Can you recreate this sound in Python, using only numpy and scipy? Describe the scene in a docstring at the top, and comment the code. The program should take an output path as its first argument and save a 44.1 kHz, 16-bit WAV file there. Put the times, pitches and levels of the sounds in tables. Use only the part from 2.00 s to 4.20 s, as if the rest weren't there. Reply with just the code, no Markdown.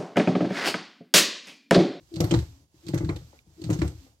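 """A car pedal pumped three times by foot, heard from the driver's seat with the door open.
Each stroke jolts the pedal box, floor pan and cabin into dull thuds: damped modes struck by blows and judder.
Trim panels ring along, the return spring groans in wavering tones, linkage and switch tick in noise bursts,
small parts clack in short damped tones. Noise of air and cloth hisses with each stroke over garage air;
between the strokes the background dips almost to silence."""
import sys
import numpy as np
from scipy import signal
from scipy.fft import rfft, irfft
from scipy.io import wavfile
from scipy.ndimage import uniform_filter1d

SR = 44100
rng = np.random.default_rng(int(sys.argv[2]) if len(sys.argv) > 2 else 0)


def volts_from_decibels(level):
    """Turn decibel levels (scalar or array-like) into linear amplitude factors."""
    exponent = np.asarray(level, float) / 20
    return 10 ** exponent


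def dump(signal):
    """Clip the signal to [-1, 1] and save it as 16-bit WAV at the path in sys.argv[1]."""
    limited = np.clip(np.atleast_2d(signal).T, -1, 1)
    pcm = np.round(limited * 32767).astype(np.int16)
    wavfile.write(sys.argv[1], SR, pcm)


N = 97020  # 2.2 s


def evened(x):
    """Scales a signal to an rms of 1."""
    return x / np.sqrt(np.mean(x ** 2) + 1e-20)


def read(points, hz):
    """Reads a curve of (Hz, value) points along a log frequency axis."""
    point_hz, value = np.transpose(points)
    return np.interp(np.log(hz + 1), np.log(point_hz + 1), value)


def add(mix, start_s, sound):
    """Lays a sound into the mix from start_s, cut off at the end of the mix."""
    part = mix[..., round(start_s * SR):][..., :sound.shape[-1]]
    part += sound[..., :part.shape[-1]]


def coloured(x, points):
    """Shapes the spectrum by (Hz, dB) points."""
    gain = volts_from_decibels(read(points, np.fft.rfftfreq(x.shape[-1], 1 / SR)))
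    return irfft(rfft(x) * gain, x.shape[-1])


# levels over time, of the judder of the moving pedal, and of the background hiss and air with its dips:
# start_s, judder_db, background_db
LEVELS = [(0, -75, -69.5), (.1, -85, -66.5), (.16, -46, -60), (.36, -28, -47), (.46, -53.5, -59),
          (.6, -64, -68.5), (.68, -74.5, -79), (.73, -86, -75.5), (.75, -64.5, -69.5),
          (0.821, -64.5, -64.5), (.9, -40, -58.5), (1.08, -31.5, -59), (1.25, -53, -63), (1.38, -82.5, -65),
          (1.44, -73.5, -76), (1.5, -55.5, -70.5), (1.57, -78, -65.5), (1.66, -37, -58.5),
          (1.86, -42, -52.5), (1.93, -50, -61.5), (2.051, -68.5, -61.5), (2.13, -71, -72),
          (2.2, -84.5, -79.5)]


def level_over_time_db(column):
    """Draws one column of the levels table as a line over time."""
    points = np.transpose(LEVELS)
    return np.interp(np.arange(N) / SR, points[0], points[column])


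# colour of the air and cloth noise: pitch_hz, level_db (per Hz, relative)
HISS_COLOUR = [(290, -24.5), (560, -8.5), (1970, -11.5), (4800, -8), (8300, -12.5), (9400, -27),
               (12500, -13.5), (16300, -31.5)]


def hiss():
    """Air and cloth noise, nearly independent at the two ports, swells with each stroke."""
    slow = evened(uniform_filter1d(rng.standard_normal(N), 500))
    flutter_db = 0.34 * slow
    noise = rng.standard_normal((3, N))
    ports = noise[:2] + 0.083 * noise[2]  # the third noise is common to both ports
    return evened(coloured(ports, HISS_COLOUR)) * volts_from_decibels(level_over_time_db(2) + flutter_db)


# colour of the garage air: pitch_hz, level_db (per Hz, relative)
AIR_COLOUR = [(15, -34), (25, -5), (76, -0.5), (202, -17), (1080, -28), (1350, -44), (3030, -45.5),
              (6480, -31), (16300, -43.5)]
AIR_DB, AIR_FULL_DB = -62.5, -72  # full level; background level below which the air sinks with it


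def garage_air():
    """Steady noise, mostly common to both ports, that sinks in the dips of the background."""
    noise = rng.standard_normal((3, N))
    ports = noise[:2] + 3 * noise[2]
    sink_db = np.minimum(level_over_time_db(2) - AIR_FULL_DB, 0)
    return evened(coloured(ports, AIR_COLOUR)) * volts_from_decibels(AIR_DB + sink_db)


# modes of the pedal box, floor pan, cabin boom and trim panels, each: pitch_hz, level_db, t60_s
BOX = [(308.7, -2.5, 0.099), (328.8, 7.5, 0.059), (369.6, -12.5, 0.12)]
PAN = [(121.85, 1.5, 0.17), (151.8, 7, 0.1), (172, -6.5, 0.1)]
BOOM = [(57, -6, 0.25), (77.35, 2.5, .16), (100.2, 6, 0.11)]
TRIM = [(463.1, -2, 0.17), (540.3, 3, 0.082), (614, -5, 0.082), (696.2, -5.5, 0.13), (838, -8, 0.19),
        (982, -10, 0.12), (1061, -13.5, 0.09), (1181, -10.5, 0.15), (1322, -11, 0.13), (1468, -17.5, 0.21),
        (1763, -15.5, 0.064), (2040, -10.5, 0.14)]
# how softly each part starts, in the order box, pan, boom, trim: rise_s
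RISE_S = [0.0083, 0.0057, 0.0067, 0.002]
# share of the judder in each part, same order: level_db
JUDDER_DB = [-21, -20, -16, -27]
JUDDER_PER_S, JUDDER_SPREAD_DB = 150, 7.5  # mean rate of blows, scale of their random extra level


def ring(modes, rise_s):
    """Response of one part to a soft blow: a sum of damped sines with a peak of 1."""
    t = np.arange(SR // 2) / SR
    x = sum(volts_from_decibels(db - 60 * t / t60) * np.sin(2 * np.pi * hz * t) for hz, db, t60 in modes)
    x = x * (1 - np.exp(-t / rise_s)) ** 2
    return x / abs(x).max()


def judder():
    """Random small blows, stronger as the pedal moves, set the modes of all four parts ringing."""
    out = np.zeros(N)
    level = volts_from_decibels(level_over_time_db(1))
    for modes, rise_s, share_db in zip([BOX, PAN, BOOM, TRIM], RISE_S, JUDDER_DB):
        extra_db = JUDDER_SPREAD_DB * np.minimum(rng.exponential(1, N), 3)
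        size = volts_from_decibels(extra_db) * rng.choice([-1, 1], N)
        hits = rng.random(N) < JUDDER_PER_S / SR
        drive = size * hits * level * volts_from_decibels(share_db)
        out += signal.fftconvolve(drive, ring(modes, rise_s))[:N]
    return out


# jolts of the pedal, and one faint late rustle: start_s, box_db, pan_db, boom_db, trim_db
BLOWS = [(0.004, -53.5, -55, -76, -85), (0.136, -34.5, -44, -37.5, -61), (0.164, -42, -25, -53, -44.5),
         (0.2, -17.5, -35, -15, -32.5), (0.208, -25, -14, -17, -32), (0.238, -21, -34, -57.5, -35.5),
         (0.27, -39, -26.5, -47, -39.5), (0.307, -21, -46, -31, -33), (0.319, -16, -13.5, -27, -28.5),
         (0.337, -16, -18.5, -18, -30), (0.359, -29.5, -24, -17, -47), (0.387, -44, -29, -25.5, -47.5),
         (0.423, -47, -38, -52, -48.5), (0.487, -64, -54.5, -36, -82), (0.739, -54, -54, -66.5, -83.5),
         (0.864, -44, -37.5, -63.5, -54.5), (0.886, -28, -26.5, -53, -46.5), (0.907, -64, -33.5, -46, -64),
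         (0.934, -19.5, -17.5, -49, -36.5), (0.955, -27.5, -47, -44, -38.5), (0.97, -42, -58, -30.5, -49),
         (1.003, -30, -25, -27.5, -39), (1.032, -25.5, -33, -28, -48), (1.057, -30.5, -25, -33, -67),
         (1.089, -21.5, -20, -35.5, -34), (1.115, -71, -45, -23.5, -52), (1.143, -71, -34, -42, -50),
         (1.16, -39.5, -37.5, -33, -46.5), (1.331, -58, -76, -62, -55.5), (1.469, -60, -48, -55, -82),
         (1.564, -65.5, -52, -54, -82), (1.614, -35, -48, -36, -56), (1.639, -46, -28, -39, -50),
         (1.663, -35, -25.5, -70, -56), (1.69, -25.5, -23.5, -39, -38.5), (1.7, -20, -16.5, -40, -32.5),
         (1.719, -27.5, -21.5, -38, -37), (1.756, -30.5, -33, -28, -46), (1.788, -42, -17.5, -19.5, -47.5),
         (1.8157, -17, -26, -17.5, -31.5), (1.843, -36, -23, -25, -41), (1.872, -39, -31, -46, -49.5),
         (1.912, -53, -43, -41, -63), (1.945, -52, -63, -35, -74), (2.059, -64, -76, -63, -59.5)]


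def thuds():
    """Single blows strike the pedal box, floor pan and cabin, which answer with their low modes."""
    out = np.zeros(N)
    for part, modes in enumerate([BOX, PAN, BOOM]):
        drive = np.zeros(N)
        for blow in BLOWS:
            drive[round(blow[0] * SR)] += volts_from_decibels(blow[1 + part])
        out += signal.fftconvolve(drive, ring(modes, RISE_S[part]))[:N]
    return out


TRIM_SCATTER_DB, TRIM_SHIFT = 2, 0.0629  # scatter of level, and of pitch as a share
TRIM_APART_RAD = 0.45  # scatter of the phase turned forward at one port and back at the other


def panels():
    """Every blow sets the trim modes ringing with its own levels, pitches and phases."""
    out, t = np.zeros((2, N)), np.arange(6000) / SR
    hz, db, t60 = np.transpose(TRIM * 5)[:, :, None]  # each mode is a cluster of five
    cluster_gain = np.sqrt(len(TRIM) / len(hz))
    rise = (1 - np.exp(-t / RISE_S[3])) ** 2
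    for blow in BLOWS:
        level_z, pitch_z, phase_z, apart_z = rng.standard_normal((4, len(hz), 1))
        level_db = blow[4] + db + TRIM_SCATTER_DB * level_z
        fade = cluster_gain * volts_from_decibels(level_db - 60 * t / t60) * rise
        turn = 2 * np.pi * (hz * (1 + TRIM_SHIFT * pitch_z) * t + phase_z)
        apart = TRIM_APART_RAD * apart_z
        left = (fade * np.sin(turn + apart)).sum(0)
        right = (fade * np.sin(turn - apart)).sum(0)
        add(out, blow[0], np.array([left, right]))
    return out


# the return spring groans as it is loaded and released: start_s, length_s, pitch_hz, level_db
GROANS = [(0.106, 0.13, 326.4, -35), (0.438, 0.23, 275.3, -61), (0.826, 0.087, 335.5, -45),
          (1.171, 0.28, 250.3, -66.5), (1.574, 0.15, 322.2, -38.5), (1.987, 0.12, 268.5, -57.5)]
GROAN_WOBBLE, GROAN_FLUTTER_DB = 0.03, 3  # rms pitch waver as a share, rms level waver
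GROAN_OCTAVE_DB, GROAN_SWELL = -24.5, 1.32  # octave under the tone's level, exponent of the arch


def groans():
    """A wavering tone with a weak octave under one arch per groan."""
    out = np.zeros(N)
    noise = rng.standard_normal((2, N))
    slow = evened(uniform_filter1d(uniform_filter1d(noise, 300), 300))
    for start_s, length_s, hz, db in GROANS:
        level_waver, pitch_waver = slow[:, round(start_s * SR):][:, :round(length_s * SR)]
        progress = np.linspace(0, 1, len(level_waver))
        arch = np.sin(np.pi * progress ** 0.92).clip(0) ** GROAN_SWELL
        turn = 2 * np.pi * np.cumsum(hz * (1 + GROAN_WOBBLE * pitch_waver)) / SR
        tone = np.sin(turn) + volts_from_decibels(GROAN_OCTAVE_DB) * np.sin(2 * turn)
        add(out, start_s, arch * volts_from_decibels(db + GROAN_FLUTTER_DB * level_waver) * tone)
    return out


# ticks of linkage and switch: start_s, level_db, centre_hz, low_db (lows' lift), high_db (highs' lift)
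TICKS = [(0.138, -41.5, 4150, -18, -15), (0.157, -33.5, 4300, -13.5, -15.5), (0.2022, -24, 5730, -5, -7.5),
         (0.2391, -31.5, 4300, 0.5, -2), (0.308, -23.5, 2930, -3.5, -38.5), (0.338, -26, 4090, 5, -49),
         (0.3877, -36, 3900, 0, -12), (0.865, -41.5, 4300, -8, -15), (0.8832, -34, 4400, -10, -13.5),
         (0.9334, -36, 4160, 9.5, -20), (0.9423, -32, 6160, 5, -4), (0.9752, -31.5, 6460, 4, -18.5),
         (1.044, -40.5, 4180, 7.5, -48), (1.0909, -33, 2300, 5.5, -52), (1.1593, -39, 3700, -4, -11.5),
         (1.6147, -44, 4440, -26.5, -15), (1.6378, -36, 4430, -7.5, -17.5), (1.7, -29.5, 6900, -4, -7),
         (1.7274, -33.5, 6350, -4, -27), (1.737, -36, 6600, -7, -8.5), (1.7883, -39, 4400, -3, -35),
         (1.8159, -28, 2300, 8, -46), (1.8758, -39.5, 7800, -4, -13.5)]
# colour shared by all ticks: pitch_hz, level_db
TICK_COLOUR = [(600, -19), (1500, 4), (2900, 0.5), (4300, 0), (5500, -3.5), (8300, -2.5), (9300, -5),
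               (13000, 2), (16000, -14)]
# likeness of the ticks at both ports: pitch_hz, likeness (0-1)
TICK_LIKENESS = [(400, 0.9), (1500, 0), (4000, 0.55), (12000, 0)]
TICK_RISE_S, TICK_T60_S = 0.0028, 0.042
TAIL_DB, TAIL_T60_S = -17.5, 0.27  # cabin tail
PEAK_DB = 7  # lift around each tick's centre
GRAIN_DB, GRAIN_S = 4, 0.0015  # the body of a tick is a rattle of tiny contacts


def ticks():
    """Bursts of coloured noise, each with a short rattling body and a cabin tail."""
    out, t = np.zeros((2, N)), np.arange(8192) / SR
    hz = np.fft.rfftfreq(len(t), 1 / SR)
    same = np.clip(read(TICK_LIKENESS, hz), 0, 1)
    rise = 1 - np.exp(-t / TICK_RISE_S)
    body = rise * volts_from_decibels(-60 * t / TICK_T60_S)
    tail = rise * volts_from_decibels(TAIL_DB - 60 * t / TAIL_T60_S)
    for start_s, db, centre_hz, low_db, high_db in TICKS:
        tone_db = read(TICK_COLOUR, hz)
        tone_db += read([(1800, low_db), (2600, 0), (8500, 0), (9500, high_db)], hz)
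        tone_db += PEAK_DB * np.exp(-(np.log((hz + 1) / centre_hz) / 0.17) ** 2)
        left, other = rfft(rng.standard_normal((2, len(t))))
        right = same * left + np.sqrt(1 - same ** 2) * other
        noise = evened(irfft(np.array([left, right]) * volts_from_decibels(tone_db)))
        contacts = uniform_filter1d(rng.standard_normal(len(t)), round(GRAIN_S * SR))
        grain = evened(volts_from_decibels(GRAIN_DB * evened(contacts)))
        add(out, start_s, volts_from_decibels(db) * noise * (body * grain + tail))
    return out


# short hard clacks of small metal and plastic parts: start_s, level_db, pitch_hz, t60_s
CLACKS = [(.204, -29.5, 674, 0.3), (0.203, -27.5, 519, 0.17), (0.312, -29, 496, 0.073),
          (.338, -27, 921, 0.092), (0.937, -29.5, 585, 0.19), (1.692, -30, 567, 0.11),
          (1.816, -28.5, 1042, 0.083), (0.2037, -33.5, 5950, 0.022), (0.3094, -20, 3013, 0.025),
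          (.3385, -25, 4040, 0.023), (1.0911, -25.5, 4100, 0.014), (1.0904, -30.5, 1078, 0.087),
          (1.33, -42.5, 880, 0.017), (1.37, -51, 1940, .015), (1.39, -39.5, 2290, 0.012),
          (1.391, -48, 3750, 0.01), (1.82, -25.5, 4170, 0.018), (1.818, -37, 2330, 0.02)]
CLACK_RISE_S, CLACK_SPREAD_HZ = 0.0005, 45  # start, mean spacing of the three tones
CLACK_APART_S = 0.00004  # time scatter of each tone at each port


def clacks():
    """Each clack rings three close damped tones, slightly scattered in time between the ports."""
    out, t = np.zeros((2, N)), np.arange(8192) / SR
    rise = 1 - np.exp(-t / CLACK_RISE_S)
    for start_s, db, centre_hz, t60 in CLACKS:
        z = rng.standard_normal((3, 3, 1))
        tones_hz = centre_hz + CLACK_SPREAD_HZ * (np.array([[-1], [0], [1]]) + 0.5 * z[0])
        rings = np.sin(2 * np.pi * tones_hz * (t + CLACK_APART_S * z[1:])).mean(1)  # (port, time)
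        add(out, start_s, rise * volts_from_decibels(db - 60 * t / t60) * rings)
    return out


# balance of the two ports: pitch_hz, left_minus_right_db
LEAN = [(60, 2), (130, 1.5), (290, 3), (640, 1.5), (1410, 0), (3100, -6), (6820, -7.5), (15000, 6)]
LAG_S = 0.00019  # left leads


def scene():
    """Pedal sounds over the garage air, tilted in level and time between two microphone ports."""
    mix = hiss() + garage_air() + judder() + thuds() + panels() + groans() + ticks() + clacks()
    hz = np.fft.rfftfreq(N, 1 / SR)
    lean_db = read(LEAN, hz)
    balance = volts_from_decibels([lean_db / 2, -lean_db / 2])
    delay = np.exp([0 * hz, -2j * np.pi * hz * LAG_S])
    return irfft(rfft(mix) * balance * delay, N)


def top_cut(x):
    """Nothing passes above the cut-off."""
    return signal.sosfilt(signal.butter(12, 16460, fs=SR, output="sos"), x)


def record(dry):
    """Band limit at the top, then the bass roll-off of the microphone."""
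    low_pass = signal.firwin(511, 16180, window=("kaiser", 9), fs=SR)
    limited = signal.oaconvolve(dry, low_pass[None], "same")
    finished = signal.lfilter(*signal.butter(4, 58.6, "high", fs=SR), limited)
    return top_cut(finished)


dry = scene()
out = record(dry)
dump(out)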